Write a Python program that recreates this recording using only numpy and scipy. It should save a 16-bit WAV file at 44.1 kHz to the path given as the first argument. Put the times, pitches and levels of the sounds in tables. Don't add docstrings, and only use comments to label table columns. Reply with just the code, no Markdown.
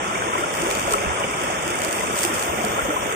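import sys
import numpy as np
from scipy import signal
from scipy.fft import rfft, irfft, next_fast_len
from scipy.io import wavfile
from scipy.ndimage import uniform_filter1d, map_coordinates

SR = 44100
rng = np.random.default_rng(int(sys.argv[2]) if len(sys.argv) > 2 else 0)


def convert_level_to_amplitude(level_db):
    exponent = np.asarray(level_db, float) / 20
    return 10 ** exponent


def to_wav(sig):
    pcm = np.clip(np.atleast_2d(sig), -1, 1) * 32767
    pcm = np.round(pcm).astype(np.int16)
    wavfile.write(sys.argv[1], SR, pcm.T)


N = 138915

# t/s, level/dB
STREAM_FLOW = [
    (0.0, -28),
    (1.02, -26.5),
    (2.04, -27.5),
    (2.91, -27),
    (3.15, -27.5),
]
# f/Hz, level/dB
WATER_COLOUR = [(25, -20.5), (60, -4), (200, -1), (550, 1.5), (1500, -3.5), (3400, -9), (6000, -18.5),
                (16000, -18.5)]
# f/Hz, likeness (0 to 1)
PORT_LIKENESS = [(70, .4), (300, .92), (620, .68), (930, .35), (1200, .65), (1600, .38), (2250, .62),
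                 (3600, .15)]
# t/s, peak level/dB, f/Hz
GLUG_EVENTS = [(0.068, -29.5, 193.5), (0.284, -17, 980), (0.352, -15.5, 984), (.385, -21, 358),
               (0.436, -15, 1360), (0.625, -22, 334), (.754, -22.5, 534), (0.916, -19, 426),
               (0.938, -16, 1120), (.953, -19, 534), (1.242, -22.5, 533), (1.336, -19.5, 2264),
               (1.398, -28, 464), (1.7, -24.5, 337), (2.248, -21, 338), (2.296, -21.5, 316),
               (2.571, -25, 220), (2.585, -19, 710), (2.64, -27, 207), (2.79, -16, 1330), (2.853, -21, 525),
               (2.885, -19, 295), (2.965, -14.5, 1026), (3.028, -20, 560), (0.154, -23, 2230),
               (.22, -17.5, 1530), (.263, -27, 335), (.268, -23, 1780), (0.333, -19, 1284),
               (.381, -20, 2100), (.4, -23.5, 371), (.54, -28, 1830), (0.667, -21.5, 400),
               (.694, -24.5, 550), (0.788, -26, 2670), (.85, -24, 360), (.878, -20, 645),
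               (0.938, -14, 1260), (0.944, -18.5, 400), (.982, -23.5, 2270), (1.062, -21.5, 2580),
               (1.092, -22, 2100), (1.204, -20, 974), (1.205, -21.5, 546), (1.237, -18, 2830),
               (1.24, -20.5, 2270), (1.239, -29, 227), (1.389, -22, 1240), (1.745, -23, 2120),
               (1.879, -30, 2120), (2.009, -20.5, 2000), (2.032, -19, 985), (2.07, -23, 2520),
               (2.64, -19, 706), (2.775, -20.5, 542), (2.904, -20, 1350), (2.925, -21, 580),
               (3.125, -23, 445), (.6, -25, 542), (1.5, -20.5, 758)]
# t/s, level/dB
HISS_LEVEL = [
    (0, -53),
    (1, -53),
    (2.2, -55),
    (2.5, -43.5),
    (3.15, -46),
]
# t/s, level/dB
FINGER_EFFORT = [(0, -82.5), (.35, -59), (.385, -49.5), (.5, -66), (.54, -47.5), (.86, -50.5), (.92, -44.5),
                 (1.08, -59), (1.31, -57), (1.36, -51), (1.57, -53.5), (1.93, -48), (2.12, -50.5),
                 (2.235, -37), (2.27, -46.5), (2.4, -44.5), (2.55, -54), (3.15, -57)]
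# t/s, peak level/dB, left over right level/dB
CREASE_SNAPS = [(0.3832, -19.5, 1), (0.5385, -17.5, 6), (0.5519, -21, 8), (0.62, -20.5, -12),
                (0.7029, -18, -3), (0.7117, -15, 10), (0.7514, -16, 12), (0.772, -20, 5), (0.7951, -15, 11),
                (0.897, -26, 3), (0.9084, -25, 5), (0.915, -19, 3), (0.9228, -11, 1), (0.9262, -19, -1),
                (0.9364, -13, -10), (1.4364, -23, -18), (1.6787, -16, 3), (1.7039, -18, -0.5),
                (1.79, -37, 4), (1.818, -13, 3), (1.8479, -13, 5.5), (1.91, -18.5, 1), (1.9273, -13.5, -3),
                (2.167, -20, -1), (2.1779, -19, -7), (2.2085, -19, 2), (2.231, -16, 7), (2.2499, -7.5, 2),
                (2.341, -19, -5.5), (2.3854, -31, -9), (2.2468, -20, -3), (2.4255, -14.5, 7),
                (2.649, -12.5, 1), (.3721, -36, 0), (.8739, -23, 0), (.9009, -29, 0), (1.069, -30, -3),
                (1.1995, -20, 2), (1.3125, -27, -16), (1.6152, -30, -8), (1.6242, -17.5, 0),
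                (1.805, -20, -4), (1.8372, -21, 0), (1.8851, -22, -2), (1.8906, -21, -6), (1.962, -27, -2),
                (1.9804, -23, 4), (2.104, -25, 6), (2.1291, -20, 0), (2.217, -19, 0), (2.238, -15, 0),
                (2.2735, -22, -5), (2.4355, -19, -11), (2.635, -25, 4), (3.1243, -17, 0)]
# f/Hz, level/dB
FILM_COLOUR = [(700, -41), (2500, 3.5), (3600, -3), (6500, -8), (9000, -3), (12000, -6.5), (15400, -7),
               (16000, -24.5)]
# t/s, peak level/dB, f/Hz, left over right level/dB
WIND_PUFFS = [
    (.68, -41, 49.5, 9),
    (0.861, -40, 59, 19),
    (0.919, -36, 45, 6),
    (1.065, -32.5, 64, -21),
    (1.108, -38, 77, -18),
    (2.49, -32, 75, 3),
    (2.824, -36, 55, 16),
]
# f/Hz, width/Hz, left level/dB, right level/dB
FAR_RESONANCES = [(864, 54, -2, 4), (996, 148, 5, -4.5), (1314, 92, 5.5, 5), (2266, 63, -4, 5),
                  (4018, 155, -28.5, -26.5), (4510, 670, -6.5, -6.5), (6390, 920, 8.5, 6.5),
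                  (8574, 940, -3, 11.5), (9280, 170, -14, 2), (11020, 2150, -7, -4.5),
                  (13340, 1300, -7.5, -4.5), (15800, 470, 1, -31), (1, 8, -26, -11), (6190, 480, -0.5, -4),
                  (202.5, 11, 3, 2.5), (250, 32, -2, -0.5), (600, 62, 2, 1.5), (10940, 450, 6, -2),
               (480, 24, 1, -3.5), (806, 57, -3, 2.5)]
# f/Hz, width/Hz, left level/dB, right level/dB
NEAR_CAVITIES = [(4093, 180, -5, -3.5), (6720, 1400, 11, 3.5), (8390, 710, -2, 11),
                 (11000, 1700, -3.5, -0.5), (13100, 560, 2, -1.5), (14700, 610, -1, 1)]
# f/Hz, level/dB
WEAKEST_STORED = [(3000, -65.5), (4000, -65.5), (5100, -63), (9000, -64), (10300, -65), (12500, -68.5),
                  (14700, -69), (15800, -60)]
# t/s, level/dB
THRESHOLD_DRIFT = [(0, -1.5), (.5, -1), (1.5, 0), (2.3, 0), (3.15, .5)]

FLOW_DB = 1
LAG_S = 0.0004593
FROTH_DB, FROTH_RATE, FROTH_HZ, FROTH_OCTAVES, FROTH_CYCLES = -7, 420, 925, 1.132, 9.7
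FIZZ_DB, FIZZ_RATE, FIZZ_HZ, FIZZ_OCTAVES, FIZZ_CYCLES = -8, 900, 2770, 0.583, 7.7
RISE, GLUG_RISE = .2, .07
GLUG_DB, GLUG_CYCLES, GLUG_HZ = 2.5, 15, 500
HISS_HZ, HISS_WIDTH_HZ = 14110, 370
CRINKLE_RATE, CRINKLE_SPREAD_DB = 360, 3.5
CRINKLE_DB, RUSTLE_DB, SNAP_DB = 8, 6.5, 4.5
AIR_DB, AIR_HZ = 6.5, 11700
SNAP_T60_S, SNAP_RISE_S = .006, .001
MASK_FROM_HZ, MASK_TO_HZ, MASK_DB = 9900, 13500, -2.5
FRAME_SHIFT, TOP_HZ = 484, 15840


def unit(x):
    return x / np.sqrt(np.mean(x ** 2) + 1e-20)


def along(points, hz):
    f, v = np.transpose(points)
    return np.interp(np.log(hz + 1), np.log(f + 1), v)


def curve(rows):
    s, v = np.transpose(rows)
    return np.interp(np.arange(N) / SR, s, v)


def wobble(rate):
    knots = rng.standard_normal(int(N * rate / SR) + 4)
    return map_coordinates(knots, [np.arange(N) * rate / SR])


def filtered(x, response):
    m = next_fast_len(N + 8192)
    return irfft(rfft(x, m) * response(np.fft.rfftfreq(m, 1 / SR)), m)[..., :N]


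def rush(patchy_db):
    z = signal.stft(rng.standard_normal((2, N)), nperseg=512)[2]
    patches = uniform_filter1d(rng.standard_normal(z.shape[1:]), 5, 0)
    patches = uniform_filter1d(patches, 10, 1)
    pair = signal.istft(z * convert_level_to_amplitude(patchy_db * unit(patches)), nperseg=512)[1][:, :N]
    return unit(filtered(pair, lambda hz: convert_level_to_amplitude(along(WATER_COLOUR, hz))))


def bubbles(start_s, hz, gain, cycles, size, rise=RISE):
    turns = np.arange(size) / SR * hz[:, None] / cycles
    ring = np.sin(2 * np.pi * cycles * turns * (1 + rise * turns / 2))
    wave = gain[:, None] * ring * convert_level_to_amplitude(-26 * turns) * (1 - np.exp(-turns / 0.042))
    at = (start_s * SR).astype(int)[:, None] + np.arange(size)
    return np.bincount(at.ravel(), wave.ravel(), N + size)[:N]


def swarm(rate, hz, octaves, cycles, spread_db, size):
    u = rng.random((int(rate * N / SR), 4))
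    bell = np.sqrt(-2 * np.log(1 - u[:, 1])) * np.cos(2 * np.pi * u[:, 2])
    pitch = hz * 2 ** (octaves * bell)
    pitch = np.maximum(pitch, 300 * 300 / pitch)
    gain = convert_level_to_amplitude(-spread_db * np.log(1 - .97 * u[:, 3]))
    return unit(bubbles(u[:, 0] * N / SR, np.clip(pitch, 100, 6000), gain, cycles, size))


def froth():
    middling = swarm(FROTH_RATE, FROTH_HZ, FROTH_OCTAVES, FROTH_CYCLES, spread_db=-1.5, size=900)
    tiny = swarm(FIZZ_RATE, FIZZ_HZ, FIZZ_OCTAVES, FIZZ_CYCLES, spread_db=3.5, size=160)
    return convert_level_to_amplitude(FROTH_DB) * middling + convert_level_to_amplitude(FIZZ_DB) * tiny


def glugs():
    s, db, hz = np.transpose(GLUG_EVENTS)
    cycles = GLUG_CYCLES * np.sqrt(np.maximum(hz / GLUG_HZ, 1))[:, None]
    return bubbles(s, hz, convert_level_to_amplitude(db + GLUG_DB), cycles, size=4000, rise=GLUG_RISE)


def stream():
    flow = convert_level_to_amplitude(curve(STREAM_FLOW) + FLOW_DB + .4 * wobble(9))
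    pair = flow * (rush(patchy_db=1) + np.array([froth(), froth()]))
    pair[0] += glugs()

    def likeness(hz):
        turn = np.arccos(np.clip(along(PORT_LIKENESS, hz), 0, 1)) / 2
        return np.array([np.cos(turn), np.sin(turn)])

    def lag(hz):
        low = (hz > 0) & (hz < 800)
        return np.exp(1j * (.25 * low - np.pi * hz * LAG_S) * np.array([[1], [-1]]))

    mid, side = filtered(pair, likeness)
    return filtered(np.array([mid + side, mid - side]), lag)


def insect_hiss():
    noise = rng.standard_normal((2, N))
    band = filtered(noise, lambda hz: np.exp(-.5 * ((hz - HISS_HZ) / HISS_WIDTH_HZ) ** 4))
    return convert_level_to_amplitude(curve(HISS_LEVEL)) * unit(band)


def crinkles(noise):
    u = rng.random((int(CRINKLE_RATE * N / SR), 2))
    strength = convert_level_to_amplitude(-CRINKLE_SPREAD_DB * np.log(1 - .98 * u[:, 1]))
    kicks = np.bincount((u[:, 0] * N).astype(int), strength, N)
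    decay = convert_level_to_amplitude(-120 * np.arange(400) / SR / 0.0036)
    gate = np.sqrt(np.abs(signal.fftconvolve(kicks ** 2, decay)[:N]))
    return convert_level_to_amplitude(CRINKLE_DB) * unit(gate) * unit(noise)


def rustle(noise):
    tilt = lambda hz: convert_level_to_amplitude(AIR_DB * np.clip(np.log2(hz / AIR_HZ + .5), -1, 1))
    return convert_level_to_amplitude(RUSTLE_DB + 2.6 * wobble(29.75)) * unit(filtered(noise, tilt))


def snaps(noise):
    t = np.arange(400) / SR
    shape = np.zeros((2, N + len(t)))
    for s, db, pan_db in CREASE_SNAPS:
        start = round(s * SR)
        level = db + SNAP_DB - 60 * t / SNAP_T60_S + pan_db * np.array([[.5], [-.5]])
        shape[:, start:start + len(t)] += convert_level_to_amplitude(level) * (1 - np.exp(-t / SNAP_RISE_S))
    local_power = np.abs(uniform_filter1d(noise ** 2, size=60))
    return shape[:, :N] * noise / np.sqrt(local_power + 1e-12)


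def bag():
    noise = filtered(rng.standard_normal((3, 2, N)), lambda hz: convert_level_to_amplitude(along(FILM_COLOUR, hz)))
    return convert_level_to_amplitude(curve(FINGER_EFFORT)) * (crinkles(noise[0]) + rustle(noise[1])) + snaps(noise[2])


def wind_puffs():
    s, db, hz, pan_db = np.transpose(WIND_PUFFS)
    return np.array([bubbles(s, hz, convert_level_to_amplitude(db + 3 + side * pan_db / 2), 5, size=8000) for side in (1, -1)])


def ports(table):
    def response(hz):
        gain_db = 0
        for centre, width, left, right in table:
            gain_db = gain_db + np.array([[left], [right]]) * np.exp(-.5 * ((hz - centre) / width) ** 2)
        return convert_level_to_amplitude(gain_db)
    return response


def scene():
    far = filtered(stream() + wind_puffs(), ports(FAR_RESONANCES))
    return far + insect_hiss() + filtered(bag(), ports(NEAR_CAVITIES))


def thinned(x):
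    frames = dict(nperseg=2048, noverlap=1024, window="cosine")
    hz, _, z = signal.stft(np.pad(x, ((0, 0), (FRAME_SHIFT, 0))), SR, **frames)
    power = np.abs(z) ** 2
    band = np.repeat(uniform_filter1d(power, size=6, axis=1)[:, 2::4], repeats=4, axis=1)
    waver = uniform_filter1d(rng.standard_normal(power[:, 2::4].shape), size=3, axis=2)
    waver = np.repeat(waver, repeats=4, axis=1)
    band = np.pad(band * convert_level_to_amplitude(4.5 * waver), ((0, 0), (0, 1), (0, 0)))
    drift_db = np.interp(np.arange(power.shape[2]) * 1024 / SR, *np.transpose(THRESHOLD_DRIFT))
    least = convert_level_to_amplitude(2 * (along(WEAKEST_STORED, hz)[:, None] + drift_db))
    masked = (hz > MASK_FROM_HZ) & (hz < MASK_TO_HZ)
    nearby = uniform_filter1d(power, size=80, axis=1)
    least = np.maximum(least, masked[:, None] * nearby * convert_level_to_amplitude(2 * MASK_DB))
    strong_band = uniform_filter1d(band, size=2, axis=2) > least
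    strong_line = power > least * convert_level_to_amplitude(-3)
    kept = strong_band & strong_line & (hz < TOP_HZ)[:, None]
    return signal.istft(z * kept, SR, **frames)[1][:, FRAME_SHIFT:][:, :N]


def low_pass(x):
    return signal.sosfilt(signal.butter(12, 15850, fs=SR, output="sos"), x)


def record(dry):
    mix = thinned(dry)
    return low_pass(mix)


dry = scene()
out = record(dry)
to_wav(out)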